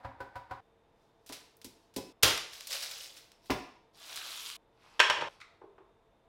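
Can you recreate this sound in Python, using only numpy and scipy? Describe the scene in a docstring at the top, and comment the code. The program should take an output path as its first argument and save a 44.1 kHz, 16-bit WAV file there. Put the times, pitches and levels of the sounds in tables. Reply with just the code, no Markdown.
"""Cooking in a bare, ringing kitchen, heard in five shots joined by hard cuts; faint air and a fan run on.
At the board a knife minces ginger and fingers wipe it off; a garlic bulb is set down, smashed under the
flat blade and pulled apart, and its husks are swept away. Then a pan clanks onto a portable stove and a
spoon dips into its juice. Blows are coloured noise bursts and struck modes, husks and paper are showers
of grains; noise echoes set the distance: the husks sound nearest, the smash deepest in the room."""
import sys
import numpy as np
from scipy import signal
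from scipy.fft import rfft, irfft, next_fast_len
from scipy.io import wavfile
from scipy.ndimage import uniform_filter1d

SR = 44100
rng = np.random.default_rng(int(sys.argv[2]) if len(sys.argv) > 2 else 0)


def pcm_store(signal):
    """Save signal as 16-bit PCM."""
    levels = np.round(np.clip(np.atleast_2d(signal), -1, 1) * 32767)
    wavfile.write(sys.argv[1], SR, levels.astype(np.int16).T)


N = 276943
TOP_HZ = 16000  # upper limit of the sound
HIT_SIZE = 16384  # samples in a ringing hit
AGE = np.arange(HIT_SIZE) / SR  # s since a blow
TIME = np.arange(N) / SR  # s since the start


def amp(db):
    """Decibels to gain."""
    return 10 ** (np.asarray(db) / 20)


def fade(age, t60):
    """Exponential decay, 60 dB in t60 seconds."""
    return np.exp(-np.log(1000) * age / t60)


def level(x, db):
    """Set the rms level."""
    return x * amp(db) / np.std(x)


def add(track, s, hit, db):
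    """Mix in a hit whose energy equals 10 ms at the given level."""
    unit_hit = hit / np.sqrt(np.sum(hit ** 2) / (SR / 100))
    part = track[int(s * SR):][:len(hit)]
    part += (unit_hit * amp(db))[:len(part)]


def colour(x, tone, tilt_db=0):
    """Causal minimum-phase filter through (frequency [Hz], density [dB per Hz]) points, tilted per octave."""
    size = next_fast_len(len(x) // 2 + 2048) * 2
    octave = np.log2(np.maximum(np.fft.rfftfreq(size, 1 / SR), 1))
    hz, db = np.transpose(tone)
    tilt = tilt_db * np.clip(octave, np.log2(200), np.log2(TOP_HZ))
    gain = amp(np.interp(octave, np.log2(hz), db) + tilt)
    # folding the cepstrum onto positive times makes the filter causal
    cepstrum = irfft(np.log(gain))
    cepstrum[1:size // 2] *= 2
    cepstrum[size // 2 + 1:] = 0
    return irfft(rfft(x, size) * np.exp(rfft(cepstrum)))[:len(x)]


def burst(t60, rise=0.00037, count=2, size=6144):
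    """Countless short vibrations after a contact: dying noise with an even spectrum."""
    shape = fade(AGE[:size], t60) * (1 - np.exp(-AGE[:size] / rise))
    x = rng.standard_normal(size) * shape
    for _ in range(count):
        # flatten the spectrum, then restore the decay
        spectrum = rfft(x)
        even = irfft(spectrum / (np.abs(spectrum) + 1e-12))
        loudness = np.sqrt(np.abs(uniform_filter1d(even ** 2, 128)) + 1e-12)
        x = even * shape / loudness
    return x


def ring(modes, t60, low_hz=20, high_hz=16000, scatter_db=4.5):
    """Modes struck at a slightly new spot each time; the contact feeds those between low_hz and high_hz."""
    hz, db = np.transpose(modes)[:, :, None]
    size, detune = rng.standard_normal((len(modes), 2)).T[:, :, None]
    contact_loss = np.sqrt((1 + (hz / high_hz) ** 4) * (1 + (low_hz / hz) ** 4))
    gain = amp(db + scatter_db * size) / contact_loss
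    side = rng.choice([-1, 1], hz.shape)
    tones = np.sin(2 * np.pi * hz * (1 + 0.012 * detune) * AGE)
    return fade(AGE, t60) * np.sum(side * gain * tones, axis=0)


def contacts(rows, tone):
    """One coloured burst for each row (time [s], level [dB], t60 [s], brightness [dB per octave])."""
    out = np.zeros(N)
    for s, db, t60, tilt_db, *_ in rows:
        add(out, s, colour(burst(t60), tone, tilt_db), db)
    return out


def crackle(tone, rate, spread_db, grain_t60, rub_db, size=256, count=3000):
    """Tiny fractures, each with its own pitch and a very unequal size, over a smooth rubbing hiss; rms 1."""
    length = int(count / rate * SR)
    when, pitch, luck = rng.random((count, 3)).T[:, :, None]
    strength = amp(spread_db * np.minimum(-np.log(luck), 4))
    tones = np.sin(2 * np.pi * TOP_HZ * pitch * AGE[:size])
    grains = strength * fade(AGE[:size], grain_t60) * tones
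    places = (when * length).astype(int) + np.arange(size)
    shower = np.bincount(places.ravel(), grains.ravel(), length)[:length]
    hiss = amp(rub_db) * rng.standard_normal(length)
    return level(colour(level(shower, 0) + hiss, tone), 0)


RUB_RANGE_DB = 30  # rise within one attack time, fall within one release time


def rubbing(rows, attack_s, release_s):
    """Gain of a series of rubs (time [s], hold [s], level [dB]): each swells, holds and dies away."""
    power = 0
    for s, hold_s, db in rows:
        before = np.maximum(s - TIME, 0) / attack_s
        after = np.maximum(TIME - s - hold_s, 0) / release_s
        power = power + amp(db - RUB_RANGE_DB * np.minimum(before + after, 10)) ** 2
    return np.sqrt(power)


def kitchen(early_db, late_db, treble_db, early_t60=0.047, t60_low=0.4, t60_mid=0.54, t60_top=0.33,
            gap=0.0034, build=0.0013):
    """Echo of the room: direct sound, quick returns from worktop and cupboards, then a long dense tail."""
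    age = np.arange(SR) / SR
    octave = np.log2(np.maximum(np.fft.rfftfreq(SR, 1 / SR), 1))
    centres = np.log2([250, 1000, 4000, 14000])
    early = amp(early_db) * fade(age, early_t60) / np.linalg.norm(fade(age, early_t60))
    noise, echo = rfft(rng.standard_normal(SR)), 0
    band_t60s = (t60_low, t60_mid, t60_mid, t60_top)
    band_dbs = (0, 0, treble_db / 2, treble_db)
    # treble_db sets how much treble returns; the tail of the top band dies soonest
    for share, t60, db in zip(np.eye(4), band_t60s, band_dbs):
        late = amp(late_db) * fade(age, t60) / np.linalg.norm(fade(age, t60_mid))
        band = irfft(noise * np.interp(octave, centres, share), SR)
        echo = echo + band * np.hypot(early, late) * amp(db)
    onset = 1 - np.exp(-np.maximum(age - gap, 0) / build)
    return (age == 0) + echo * onset


# spectrum of the air in the kitchen: (frequency [Hz], density [dB per Hz])
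AIR_SPECTRUM = [(15, -26.5), (25, -1), (48, -3), (62, -9.5), (100, -3.5), (170, -8), (280, -9), (450, -5.5),
                (680, -10.5), (920, -8), (1300, -17), (2200, -22.5), (3900, -27.5), (4400, -32.5),
                (8000, -39), (12500, -42.5), (16000, -55.5)]
AIR_DB = -69  # rms
# whirr of a fan: (centre [Hz], width [Hz], rms level [dB])
FAN_BANDS = [(326.8, 15, -82), (454, 14, -77.5), (674, 25, -79), (907.5, 36, -84.5), (3600, 180, -89)]


def room_tone():
    """Faint steady air, shaped noise, with the narrow noise bands of a fan."""
    out = level(colour(rng.standard_normal(N), AIR_SPECTRUM), AIR_DB)
    size = next_fast_len(N)
    f, noise = np.fft.rfftfreq(size, 1 / SR), rfft(rng.standard_normal(size))
    for hz, width, db in FAN_BANDS:
        band = irfft(noise / (1 + (2 * (f - hz) / width) ** 2), size)[:N]
        out += level(band, db)
    return out


# dry husk under the fingers: (frequency [Hz], density [dB per Hz])
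HUSK_SPECTRUM = [(150, -20.5), (380, -18.5), (540, 1), (800, -7), (1200, -5.5), (2100, -2), (3500, 4),
                 (5200, 5), (7000, -2.5), (12500, -8), (16000, -11)]
# fingers wiping ginger off the blade, then brushing the board: (time [s], hold [s], level [dB])
WIPES = [(.63, .02, -92), (1.02, 0.037, -81.5), (1.36, 0.048, -68), (1.69, .02, -87), (1.83, .01, -78)]
WIPE_ATTACK_S, WIPE_RELEASE_S = 0.23, 0.29


def wiping():
    """Fingertips wipe and brush: more smooth hiss than grains."""
    wipe = crackle(HUSK_SPECTRUM, rate=2000, spread_db=2, grain_t60=.004, rub_db=4)
    return np.resize(wipe, N) * rubbing(WIPES, WIPE_ATTACK_S, WIPE_RELEASE_S)


# baking paper in the pan: (frequency [Hz], density [dB per Hz])
PAPER_SPECTRUM = [(300, -25.5), (900, 3), (1500, -4), (2500, -3.5), (5300, -9), (7000, -19), (11000, -21.5),
                  (16000, -37.5)]
# its rustles: (time [s], hold [s], level [dB])
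RUSTLES = [(4.84, .15, -64.5), (5.29, 0.038, -63.5)]
RUSTLE_ATTACK_S, RUSTLE_RELEASE_S = 0.16, 0.15


def rustling_paper():
    """Creases give one by one in the baking paper, over a rubbing hiss."""
    paper = crackle(PAPER_SPECTRUM, rate=1900, spread_db=4.5, grain_t60=.004, rub_db=3)
    return np.resize(paper, N) * rubbing(RUSTLES, RUSTLE_ATTACK_S, RUSTLE_RELEASE_S)


# snap of dry husk: (frequency [Hz], density [dB per Hz])
SNAP_SPECTRUM = [(200, -28), (600, -38), (1200, -3), (2200, 2.5), (3600, 5.5), (5200, 7), (6800, 1.5),
                 (9000, 1.5), (13000, -2), (16000, -8.5)]
# single snaps: (time [s], level [dB], t60 [s], brightness [dB per octave])
HUSK_SNAPS = [(1.262, -52.5, 0.26, 1.5), (1.291, -48.5, 0.11, -1.5), (1.323, -40.5, 0.19, -1),
              (1.568, -63, 0.023, 14), (1.615, -55.5, 0.059, -1.5), (1.6442, -45, 0.098, 2),
              (1.939, -61, .095, -0.5), (1.9621, -37.5, 0.1, 1), (2.376, -38.5, 0.023, -2),
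              (2.608, -47, .012, -2), (2.6707, -41.5, 0.055, 3), (3.3172, -59.5, .02, -2),
              (4.158, -39.5, 0.12, 0), (4.173, -42.5, 0.031, -5.5), (4.5006, -46, 0.0046, -5)]


def husk_snaps():
    """Papery skins snap when touched: short dry bursts."""
    return contacts(HUSK_SNAPS, SNAP_SPECTRUM)


# pulls on the husk: (time it gives [s], hold [s], crackle level [dB])
PULLS = [(2.532, 0.084, -53), (2.706, .01, -44.5), (2.728, 0.019, -39), (2.824, 0.014, -42),
         (2.911, 0.13, -48), (3.168, 0.0083, -55.5), (3.457, 0.043, -65.5)]
PULL_ATTACK_S, PULL_RELEASE_S = 0.09, 0.2
# the snap that ends the build-up: level over the crackle, decay, brightness per octave
GIVE_DB, GIVE_T60_S, GIVE_TILT_DB = 4.5, 0.11, -1.5


def peeling():
    """The crackle builds, the skin gives with a snap, the fingers work on."""
    gives = [(s, db + GIVE_DB, GIVE_T60_S, GIVE_TILT_DB) for s, _, db in PULLS]
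    peel = crackle(HUSK_SPECTRUM, rate=4000, spread_db=3.9, grain_t60=.004, rub_db=-4, count=5000)
    pulled = np.resize(peel, N) * rubbing(PULLS, PULL_ATTACK_S, PULL_RELEASE_S)
    return contacts(gives, SNAP_SPECTRUM) + pulled


# husks under the flat hand: (frequency [Hz], density [dB per Hz])
FLAT_HAND_SPECTRUM = [(180, -68), (300, -16), (425, -20), (678, -9.5), (870, -11), (1390, -6.5),
                      (2000, -9.5), (3700, -2.5), (7200, -13), (12700, -17.5), (16000, -22)]
# husks under the cupped hand: (frequency [Hz], density [dB per Hz])
CUPPED_HAND_SPECTRUM = [(240, -56.5), (400, -29), (528, -33), (645, -40), (994, -16), (1200, -14),
                        (1840, -19), (3310, -7), (6850, -15.5), (12700, -20), (16000, -27)]
SWEEP_START_S, SWEEP_LEAVES_S, SWEEP_SPEEDUP_S = 3.927, 4.49, 0.2
# level at full speed before any gathering, gain from gathering, loss as the hand leaves the board
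SWEEP_DB, GATHER_DB_PER_S, LEAVE_DB_PER_S = -48, 5.5, 103


def sweeping(cupping=(4.26, 4.38)):
    """Husks slide over the wood, louder with speed and load, as the hand closes on them, until the cut."""
    flat, cupped = (np.resize(crackle(tone, rate=4000, spread_db=3.4, grain_t60=.004, rub_db=-3), N)
                    for tone in (FLAT_HAND_SPECTRUM, CUPPED_HAND_SPECTRUM))
    closed = np.interp(TIME, cupping, (0, 1))
    age = np.maximum(TIME - SWEEP_START_S, 0)
    speed = np.minimum(age / SWEEP_SPEEDUP_S, 1) * (TIME < SHOTS[2][1])
    leaving = LEAVE_DB_PER_S * np.maximum(TIME - SWEEP_LEAVES_S, 0)
    db = SWEEP_DB + GATHER_DB_PER_S * age - leaving
    return speed * amp(db) * (flat * np.sqrt(1 - closed) + cupped * np.sqrt(closed))


# spoon on the paper lining: (frequency [Hz], density [dB per Hz])
SPOON_SPECTRUM = [(400, -42), (800, -24), (1300, 0.5), (1700, -11.5), (2000, 0.5), (2350, -2.5),
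                  (2900, -15), (3600, -9), (5500, -18), (9000, -28.5), (16000, -50)]
# its scrapes: (time [s], level [dB], t60 [s], brightness [dB per octave])
SCRAPES = [(5.402, -53.5, 0.13, 2), (5.4124, -48.5, .05, 0)]
# spoon in the juice: (frequency [Hz], density [dB per Hz])
JUICE_SPECTRUM = [(150, -48), (250, -33), (398, 3), (524, -12.5), (1020, -8), (1550, -24), (3210, -39),
                  (3660, -49), (8000, -70), (10400, -91), (17600, -120)]
# its dips: (time [s], level [dB], brightness [dB per octave])
DIPS = [(5.615, -49.5, -1), (5.781, -56.5, 5)]
# the bowl lands after the tip, duller: delay, level change, change of brightness per octave
BOWL_S, BOWL_DB, BOWL_TILT_DB = 0.022, 1, -10
DIP_T60_S, DIP_RING_DB = 0.068, -8
# modes of pan and stove top: (frequency [Hz], relative level [dB])
PAN_MODES = [(395, -9.5), (620, -4.5), (875, -2), (915, -6), (1019, -3), (1330, -13), (1570, 0.5),
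             (1802, -5.5), (2505, -6), (2740, -6.5), (3034, -3), (3230, -7.5), (3400, -3), (3830, -8.5),
             (4730, -12), (5480, -6.5)]
PAN_T60 = .11  # s


def spoon():
    """The spoon scrapes the lining, then tip and bowl dip in the juice, feeding mostly the pan's low modes."""
    tips = [(s, db, DIP_T60_S, tilt_db) for s, db, tilt_db in DIPS]
    bowls = [(s + BOWL_S, db + BOWL_DB, DIP_T60_S, tilt_db + BOWL_TILT_DB) for s, db, tilt_db in DIPS]
    out = contacts(SCRAPES, SPOON_SPECTRUM) + contacts(tips + bowls, JUICE_SPECTRUM)
    for s, db, *_ in tips + bowls:
        add(out, s, ring(PAN_MODES, PAN_T60, high_hz=280.4), db + DIP_RING_DB)
    return out


# modes of the blade: (frequency [Hz], relative level [dB])
BLADE_MODES = [(2620, -1), (2980, -6), (3520, -5), (3830, -4.5), (4872, -5), (5198, 0.5), (5395, 4.5)]
# the blade touched or jolted: (time [s], level [dB])
BLADE_TAPS = [(1.961, -50), (2.234, -45), (3.317, -71), (3.503, -47)]
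BLADE_T60 = .3  # s


def blade_ringing():
    """The steel rings on in its high modes when touched or jolted."""
    out = np.zeros(N)
    for s, db in BLADE_TAPS:
        add(out, s, ring(BLADE_MODES, BLADE_T60), db)
    return out


# slow swings of the table top: (frequency [Hz], relative level [dB], t60 [s])
TABLE_SWINGS = [(28, -25.5, 0.55), (43.3, -33, .45), (82, -7.5, 0.09), (102, -0.5, 0.068)]


def thud(low_hz=10, rise=.007):
    """The whole table top bouncing; a light blow hardly moves its swings below low_hz."""
    swings = 0
    for hz, db, t60 in TABLE_SWINGS:
        gain = amp(db) / np.hypot(1, (low_hz / hz) ** 2)
        swings = swings + gain * np.sin(2 * np.pi * hz * AGE) * fade(AGE, t60)
    return swings * (1 - np.exp(-(AGE / rise) ** 2))


# modes of the board: (frequency [Hz], relative level [dB])
BOARD_MODES = [(205, -13.5), (275, 0), (345, -9), (400, -5), (545, -0.5), (760, -3.5), (825, -1.5),
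               (980, 8.5), (1061, -10.5), (1502, -2.5), (1640, -15.5), (2073, -24)]
BOARD_T60 = .085  # s
# soft blows: (time [s], level before grain_db and modes_db [dB], upper edge of push [Hz], table thud [dB])
KNOCKS = [(1.297, -46, 730, -66), (1.646, -51.5, 320, -60.5), (1.964, -36, 400, -51.5),
          (2.232, -35, 690, -35.5), (3.498, -30.5, 1070, -44.5)]
# every blow settles with a softer bump: delay, level change, share of the push's upper edge
SETTLE_S, SETTLE_DB, SETTLE_SOFTNESS = .019, -3.5, .8


def knocks(grain_db=-3, modes_db=-3, low_hz=200):
    """Bulb and hand meet the board and settle; the softer the contact, the fewer modes it wakes."""
    out = np.zeros(N)
    settling = [(s + SETTLE_S, db + SETTLE_DB, hz * SETTLE_SOFTNESS, thud_db + SETTLE_DB)
                for s, db, hz, thud_db in KNOCKS]
    for s, db, push_hz, thud_db in list(KNOCKS) + settling:
        edges = [min(low_hz, 0.94 * push_hz), 1.3 * push_hz]
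        push_filter = signal.butter(2, edges, "band", fs=SR, output="sos")
        wood = signal.sosfilt(push_filter, burst(BOARD_T60))
        add(out, s, wood, db + grain_db)
        add(out, s, ring(BOARD_MODES, BOARD_T60, high_hz=push_hz), db + modes_db)
        add(out, s, thud(), thud_db)
    return out


# palm on the board: (frequency [Hz], density [dB per Hz])
SLAP_SPECTRUM = [(30, -21), (55, -3), (100, -15), (270, 5.5), (500, -4.5), (850, -4), (1250, -16),
                 (2400, -12), (3400, -20), (5300, -18.5), (7000, -28.5), (16000, -34.5)]
# its slap: (time [s], level [dB], t60 [s], brightness [dB per octave])
SLAPS = [(3.503, -25, 0.099, 0)]


def palm_slap():
    """The palm slaps the board: a full, low burst."""
    return contacts(SLAPS, SLAP_SPECTRUM)


# pan against stove: (frequency [Hz], density [dB per Hz])
PAN_SPECTRUM = [(35, -52), (70, -28), (240, -31), (390, -12), (560, -5), (700, -10.5), (950, 5), (1150, -5),
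                (1700, -3), (3100, -3), (4200, -12.5), (5600, -15.5), (8000, -25), (11000, -36.5),
                (16000, -48)]
# the pan meeting the stove: (time [s], level [dB], t60 [s], brightness [dB per octave], ring [dB])
CLANKS = [(4.9942, -29, 0.044, 1, -26), (5.0006, -16, 0.034, 1.1, -21), (5.099, -25.5, 0.043, 2, -29),
          (5.106, -30.5, 0.028, -4.5, -40), (5.17, -35, 0.33, -6.5, -40.5), (5.21, -33.5, 0.09, -2, -50),
          (5.222, -33.5, 0.019, -7.5, -65)]


def roasting_pan():
    """The pan lands, rocks and settles: each contact is a burst that also strikes the metal's modes."""
    out = contacts(CLANKS, PAN_SPECTRUM)
    for s, *_, ring_db in CLANKS:
        add(out, s, ring(PAN_MODES, PAN_T60), ring_db)
    return out


# knife on ginger and wood: (frequency [Hz], density [dB per Hz])
CHOP_SPECTRUM = [(90, -24), (150, -20), (280, -6.5), (420, -34), (545, -1), (649, -9.5), (770, 5),
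                 (871, -3), (970, 0.5), (1200, -8), (1560, -9), (2300, -17), (3000, -23.5), (4860, -26.5),
                 (6000, -36), (16000, -45)]
# strokes: (time [s], dense wood [dB], board modes [dB], brightness [dB per octave], table thud [dB])
CHOPS = [(.046, -39, -54, -1.6, -43.5), (.203, -44.5, -39, 2, -51), (0.355, -43.5, -43, 1.7, -49.5),
         (0.509, -40.5, -40.5, 0.5, -48)]


def mincing(crunch_db=-13, crunch_lead=0.016, landing=0.0014):
    """The edge crunches through the ginger, then lands on the board."""
    out = np.zeros(N)
    for s, wood_db, modes_db, tilt_db, thud_db in CHOPS:
        # the crunch swells just ahead of the knock
        crunch = colour(burst(0.12, rise=0.0089), CHOP_SPECTRUM)
        add(out, max(s - crunch_lead, 0), crunch, wood_db + crunch_db)
        add(out, s, colour(burst(0.1, rise=0.0015), CHOP_SPECTRUM, tilt_db), wood_db)
        board = ring(BOARD_MODES, BOARD_T60, low_hz=644, high_hz=2520)
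        add(out, s, board * (1 - np.exp(-AGE / landing)), modes_db)
        add(out, s, thud(low_hz=100), thud_db)
    # the room still rings from the stroke before
    add(out, 0, colour(burst(0.26), CHOP_SPECTRUM), -55)
    return out


# bulb under the blade: (frequency [Hz], density [dB per Hz])
SMASH_SPECTRUM = [(25, -6), (45, -9.5), (100, -7.5), (200, -12.5), (420, -0.5), (750, -6.5), (1800, -3),
                  (3300, 0), (5300, -3), (8000, -9), (12000, -11.5), (16000, -19.5)]
# its bursting: (time [s], level [dB], t60 [s], brightness [dB per octave])
SMASHES = [(2.2262, -31.5, 0.04, 2.5), (2.2295, -23, 0.048, 6), (2.2322, -17, 0.041, 0.5),
           (2.245, -32, 0.045, 0.5)]


def smashing():
    """The bulb bursts under the flat blade: a quick run of wide-band cracks."""
    return contacts(SMASHES, SMASH_SPECTRUM)


# the five shots between the cuts: (start [s], end [s])
SHOTS = [(0, .607), (.607, 2.127), (2.127, 4.568), (4.568, 5.288), (5.288, 6.3)]


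def scene():
    """Every source has its own share of the room; each cut chops the echo off."""
    husks = husk_snaps() + peeling() + wiping() + sweeping()
    blows = knocks() + blade_ringing() + palm_slap()
    pan = roasting_pan() + spoon() + rustling_paper()
    # more echo against the direct sound puts a source farther from the microphone
    sources = [(husks, kitchen(early_db=-16, late_db=-1.5, treble_db=-5)),
               (blows, kitchen(early_db=-5.5, late_db=-2.5, treble_db=1.5)),
               (pan, kitchen(early_db=-6.5, late_db=-0.5, treble_db=-3.5)),
               (mincing(), kitchen(early_db=-0.5, late_db=-0.5, treble_db=-2.5)),
               (smashing(), kitchen(early_db=-5, late_db=5.5, treble_db=-8))]
    out = room_tone()
    for start, end in SHOTS:
        shot = slice(int(start * SR), min(int(end * SR), N))
        closing = np.clip((end - TIME[shot]) / .002, 0, 1)  # 2 ms fade into the cut
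        for sound, echo in sources:
            out[shot] += closing * signal.fftconvolve(sound[shot], echo)[:len(closing)]
    return out[None]


def record(dry):
    """The recorder behind the microphone cuts the top with a steep low-pass."""
    return signal.sosfilt(signal.ellip(10, .2, 80, TOP_HZ, fs=SR, output="sos"), dry)


dry = scene()
out = record(dry)
pcm_store(out)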